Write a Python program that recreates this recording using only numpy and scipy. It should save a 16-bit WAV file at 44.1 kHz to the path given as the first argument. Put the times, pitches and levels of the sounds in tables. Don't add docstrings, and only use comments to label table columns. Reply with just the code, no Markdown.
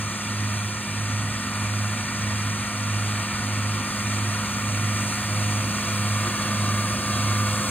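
import sys
import numpy as np
from scipy import signal
from scipy.fft import rfft, irfft, next_fast_len
from scipy.io import wavfile
from scipy.ndimage import uniform_filter1d, map_coordinates

SR = 44100
rng = np.random.default_rng(int(sys.argv[2]) if len(sys.argv) > 2 else 0)


def wrap_up_sound(samples):
    columns = np.atleast_2d(samples).T
    tamed = np.clip(columns, -1, 1)
    steps = np.round(tamed * 32767).astype(np.int16)
    wavfile.write(sys.argv[1], SR, steps)


N = 339570
T = np.arange(N) / SR


def amp(db):
    return 10 ** (np.asarray(db) / 20)


def unit(x):
    return x / np.sqrt(np.mean(x ** 2) + 1e-20)


def along(points, hz):
    row_hz, values = np.transpose(points)
    return np.interp(np.log(hz + 1), np.log(row_hz + 1), values)


def curves(rows):
    seconds, *columns = np.transpose(rows)
    return [np.interp(T, seconds, column) for column in columns]


def wobble(rate):
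    return map_coordinates(rng.standard_normal(1024), [T * rate], mode="wrap")


def filtered(x, response):
    size = next_fast_len(N + 8192)
    return irfft(rfft(x, size) * response(np.fft.rfftfreq(size, 1 / SR)), size)[..., :N]


def tone(cycles, flutter_db, smear, rate):
    strength = amp(flutter_db * np.tanh(wobble(rate)))
    return unit(strength * np.sin(2 * np.pi * cycles + smear * wobble(rate)))


# frequency in Hz, likeness from 0 to 1.
MIC_LIKENESS = [(100, .998), (500, .98), (1200, .97), (2400, .82), (4000, .8), (4700, .88), (5200, 1),
                (5600, 1), (7000, .88), (9500, .88), (12000, .99), (15000, .88)]

def rush(colour, patchy_db):
    spectrum = signal.stft(rng.standard_normal((2, N)), nperseg=1024)[2]
    patches = uniform_filter1d(rng.standard_normal(spectrum.shape[1:]), size=8, axis=0)
    patches = unit(uniform_filter1d(patches, size=12, axis=1))
    pair = signal.istft(spectrum * amp(patchy_db * patches), nperseg=1024)[1][:, :N]
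    def shape(hz):
        spread = np.arccos(np.clip(along(MIC_LIKENESS, hz), 0, 1)) / 2
        return amp(colour(hz)) * np.array([np.cos(spread), np.sin(spread)])
    mid, side = filtered(pair, shape)
    return unit(np.array([mid + side, mid - side]))


# time in seconds, firings per second.
ENGINE_SPEED = [(0, 105.2), (2, 105.3), (2.5, 104.9), (7.7, 104.85)]

def engine_firings():
    return np.cumsum(curves(ENGINE_SPEED)[0]) / SR + .022 * wobble(rate=5)


# multiple of the engine cycle (six firings), level in dB.
EXHAUST_TONES = [(3, -22.5), (4, -26), (6, 3), (7, -16), (9, -15), (11, -20), (12, -52)]
# time in seconds, level in dB.
ENGINE_LOAD = [(0, 2.5), (0.1, 0), (0.2, -3.5), (0.4, 0.5), (1.15, 0), (1.5, 0), (1.78, 2.2), (2.35, -0.3),
               (2.95, 1.5), (3.3, -1), (3.6, 0.5), (4.2, -1.5), (4.85, 0.5), (5.45, 0.5), (6.35, -0.5),
               (7.05, -1), (7.3, 0.5), (7.7, -2)]
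# frequency in Hz, level in dB.
RUMBLE_COLOUR = [(22, -32), (41, -19), (52, -6), (90, 3), (150, 0.5), (240, 1), (330, -7.5), (450, -17.5),
                 (800, -60), (2000, -70)]

def exhaust(firings):
    cycles = firings / 6
    drone = sum(amp(db) * tone(k * cycles, flutter_db=.5, smear=.05, rate=12) for k, db in EXHAUST_TONES)
    puffs = 1 + 0.17 * np.cos(2 * np.pi * firings)
    rumble = unit(puffs * rush(lambda hz: along(RUMBLE_COLOUR, hz), patchy_db=1.5))
    return amp(curves(ENGINE_LOAD)[0]) * drone + amp(-3) * rumble


THROB_DIPS_S = [-.45, .17, .82, 1.46, 2.08, 2.69, 3.31, 3.92, 4.52, 5.18, 5.79, 6.39, 7.02, 7.65, 8.27]

def blade_slip():
    return np.interp(T, THROB_DIPS_S, np.arange(len(THROB_DIPS_S))) + .5


# multiple of the blade rate, level in dB when turned away,
# level in dB when facing us, swing with the throb in dB.
BLADE_TONES = [(1, -1, -2.2, 0), (2, -2.8, -1, 0), (3, -26, -15.5, 0), (5, -20, -11, 0.5),
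               (6, -24.5, -19, 2), (7, -19.3, -15, 3)]

def blades(passes, facing, slip):
    throb = np.cos(2 * np.pi * slip)
    return sum(amp(away_db + (front_db - away_db) * facing + throb_db * throb)
               * tone(k * passes, flutter_db=.5 * k, smear=.09 * k, rate=11)
               for k, away_db, front_db, throb_db in BLADE_TONES)


# frequency in Hz, level in dB.
ROAR_COLOUR = [(150, -21), (450, -9), (800, -4.5), (1000, 0.5), (1500, -7), (2200, -2.5), (3000, -6.5),
               (4000, -8), (4800, -2), (5100, -6.5), (5600, -82), (9000, -52)]
# frequency in Hz, # width in Hz,
# then the boost in dB when far, midway and near.
DECK_RESONANCES = [(637, 95, 3, 4, 5.5), (784, 30, -2.5, -3, -1), (940, 18, 2.5, 2.5, 0),
                   (1330, 30, -2, -2, -3), (1211, 104, 4, 4, 6), (1405, 140, 9.5, 10.5, 9.5),
                   (1660, 44, -2.5, -1.5, 1.5), (1815, 155, 9, 8, 5), (1965, 59, 1, 0, -11),
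                   (2100, 60, 0, 1, 2), (2350, 101, 7, 6, 3), (2482, 28, 5, 5.5, 6), (2520, 44, -4, -4, -3),
                   (2745, 120, 5.5, 7, 3), (3350, 200, 2.5, 2.5, 2.5), (3480, 70, 1.5, -2.5, 2),
                   (3622, 70, 0, 0.5, -5), (3880, 89, 1, -2, 2.5), (4060, 80, 2, 1, -3),
                   (4270, 120, 1.5, 2, 3.5)]
DECK_STAGES_S = [1.6, 4.7, 7]

def deck_roar(passes):
    def colour(hz, stage):
        boost_db = sum(dbs[stage] * np.exp(-((hz - centre) / width) ** 2)
                       for centre, width, *dbs in DECK_RESONANCES)
        return along(ROAR_COLOUR, hz) + boost_db
    roar = 0
    for stage, weights in enumerate(np.eye(len(DECK_STAGES_S))):
        fade = np.sqrt(np.interp(T, DECK_STAGES_S, weights))
        roar += fade * rush(lambda hz: colour(hz, stage), patchy_db=1.0)
    chop = 1 + 0.025 * np.cos(2 * np.pi * passes)
    return chop * roar


# pitch in Hz, width in Hz, level in dB.
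METAL_RINGS = [(1219, 77, -2.5), (1394, 72, 3.5), (1858, 90, -2), (2392, 67, -4), (2784, 79, -5)]

def rattle(passes):
    scatter_s, scatter_db = .00025, 3.4
    on_time = np.flatnonzero(np.diff(np.floor(passes)) > 0)
    late, size = rng.standard_normal((1024, 2))[:len(on_time)].T
    starts = np.clip(on_time + np.round(scatter_s * SR * late), 0, N - 1).astype(int)
    knocks = np.bincount(starts, amp(scatter_db * size), N)
    def metal(hz):
        rings = sum(amp(db) * 1j * hz * width / (pitch ** 2 - hz ** 2 + 1j * hz * width)
                    for pitch, width, db in METAL_RINGS)
        return rings / np.sqrt((1 + (1000 / (hz + 1)) ** 12) * (1 + (hz / 3000) ** 16))
    return amp(-11.3) * unit(filtered(knocks, metal))


# pitch in Hz, level in dB when turned away,
# level in dB when facing us, flutter in dB, phase drift in radians.
GEAR_TONES = [(252.4, -14, -13.5, 4.5, 0.45), (345.5, -22.5, -15.5, 7.5, 0.95),
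              (361.4, -29.5, -18.5, 8, 0.93), (1084, -18.5, -13, 2.5, 0.62), (1247, -15, -31, 9, 0.85),
              (1291, -20.5, -18, 5, 1.3), (1389, -17, -19, 4, 2.1), (1446, -21.5, -16, 6, 1),
              (1886, -14.5, -19.5, 1, 1.03), (2368, -17.5, -22, 9, 1.14), (3090, -21, -30, 0, 2.1)]

def gears(firings, facing):
    shaft_time = firings / ENGINE_SPEED[-1][1]
    return sum(amp(away_db + (front_db - away_db) * facing)
               * tone(hz * shaft_time, flutter_db, smear, rate=22)
               for hz, away_db, front_db, flutter_db, smear in GEAR_TONES)


# time in seconds, pitch in Hz, level in dB.
WHINE_PATH = [(0, 1193, -22), (0.9, 1196, -14), (1.5, 1195, -11), (2.4, 1196, -16), (3.4, 1189, -18),
              (3.9, 1190, -13), (4.9, 1191, -11), (5.4, 1194, -16), (6.2, 1190, -11), (6.55, 1192, -6.5),
              (7.1, 1189, -6), (7.3, 1189, -3), (7.7, 1187, -7)]

def gear_whine():
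    hz, level_db = curves(WHINE_PATH)
    return amp(level_db) * tone(np.cumsum(hz) / SR, flutter_db=3.2, smear=.75, rate=34)


# frequency in Hz, level in dB.
HISS_COLOUR = [(1000, -32), (4000, -35), (4700, -10), (5100, -63), (5700, 8.5), (6000, 10), (6400, 7),
               (7800, 2.5), (8100, 6.5), (9500, 3.4), (10500, 2.5), (11100, -16), (13000, -6),
               (15600, -12.5)]

def crop_hiss():
    return rush(lambda hz: along(HISS_COLOUR, hz), patchy_db=1.1)


def breeze():
    rumble = filtered(rng.standard_normal((2, N)), lambda hz: 1 / (1 + (hz / 45) ** 4))
    return amp(-48 + 2.7 * wobble(1.73)) * unit(rumble)


def through_air(x, metres):
    loss_db_per_m, at_hz = 0.18, 10000
    hz, seconds, spectrum = signal.stft(x, SR, nperseg=512)
    extra_m = np.interp(seconds, T, metres - metres.mean())
    loss_db = loss_db_per_m * np.square(hz / at_hz)[:, None] * extra_m
    return signal.istft(spectrum * amp(-loss_db), SR, nperseg=512)[1][:, :N]


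# frequency in Hz, gap in dB.
LEFT_BALANCE = [(100, -1.77), (280, -1.5), (500, -6.5), (800, -2), (1200, 0.1), (2200, 1), (3300, -3.5),
                (4200, 1.2), (5200, 0)]
# frequency in Hz, phase lead in radians.
LEFT_LEAD = [(100, 0), (300, -.05), (800, .4), (1300, .45), (1900, .8), (2400, -.2), (3000, .9), (3600, .5),
             (4200, 1.8), (5100, 3), (5700, 3.28), (6800, 4.6), (8300, 6.2), (11900, 9.42), (15000, 12.6)]

def at_microphones(x):
    half = np.array([[.5], [-.5]])
    balance = lambda hz: amp(half * along(LEFT_BALANCE, hz))
    return filtered(x, lambda hz: balance(hz) * np.exp(1j * half * along(LEFT_LEAD, hz)))


def reflected(x):
    from_s, full_s = 5.4, 6.5
    strength = 0.27 * np.clip((T - from_s) / (full_s - from_s), 0, 1)
    delay_s = .00181 + .00002 * (T - full_s)
    return x + strength * np.array([np.interp(T - delay_s, T, channel) for channel in x])


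# time in seconds, cutter level in dB, hiss level in dB.
FIELD_SWELLS = [(0.0, 0.4, 1.34), (0.55, -0.1, 0.4), (0.75, -1.6, -0.64), (0.95, 0.2, 0.1),
                (1.5, -0.2, -0.5), (1.62, 0.5, 0.8), (1.8, -0.2, -0.05), (2.4, 0.5, -0.39),
                (2.88, -0.2, -1.01), (3.05, 0.3, -0.2), (3.32, 0.6, -0.6), (3.47, -0.4, -1),
                (3.72, 0.4, -1.2), (3.82, -0.7, -1.7), (3.95, 0.4, -0.3), (4.8, -0.2, -0.6),
                (5.1, 0.3, 0.7), (5.6, -0.3, -0.5), (6.2, 0.4, -0.7), (7.05, -0.8, -1.5), (7.3, -0.5, -0.8),
                (7.6, -1, -0.5)]

def scene():
    start_m, drive_m_per_s, fully_facing_s = 47.4, 2.18, 8.14
    metres = start_m - drive_m_per_s * T
    facing = np.clip((T / fully_facing_s) ** 2.05, 0, 1)
    firings, slip = engine_firings(), blade_slip()
    passes = firings - slip
    drone = amp(-35.5) * (exhaust(firings) + blades(passes, facing, slip))
    cutter_db, hiss_db = curves(FIELD_SWELLS)
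    cutter = reflected(deck_roar(passes) + rattle(passes)) + gears(firings, facing) + gear_whine()
    cutter *= amp(-33.5 - 0.13 * facing + cutter_db)
    hiss = amp(-37.5 + hiss_db) * crop_hiss()
    shimmer = amp(0.22 * wobble(23))
    mower = drone + shimmer * (cutter + hiss)
    return at_microphones(through_air(mower, metres) * start_m / metres)


def record(dry):
    low_cut_hz, top_hz = 46, 15750
    return filtered(dry + breeze(), lambda hz: (hz < top_hz) / np.sqrt(1 + (low_cut_hz / (hz + 1)) ** 10))


dry = scene()
out = record(dry)
wrap_up_sound(out)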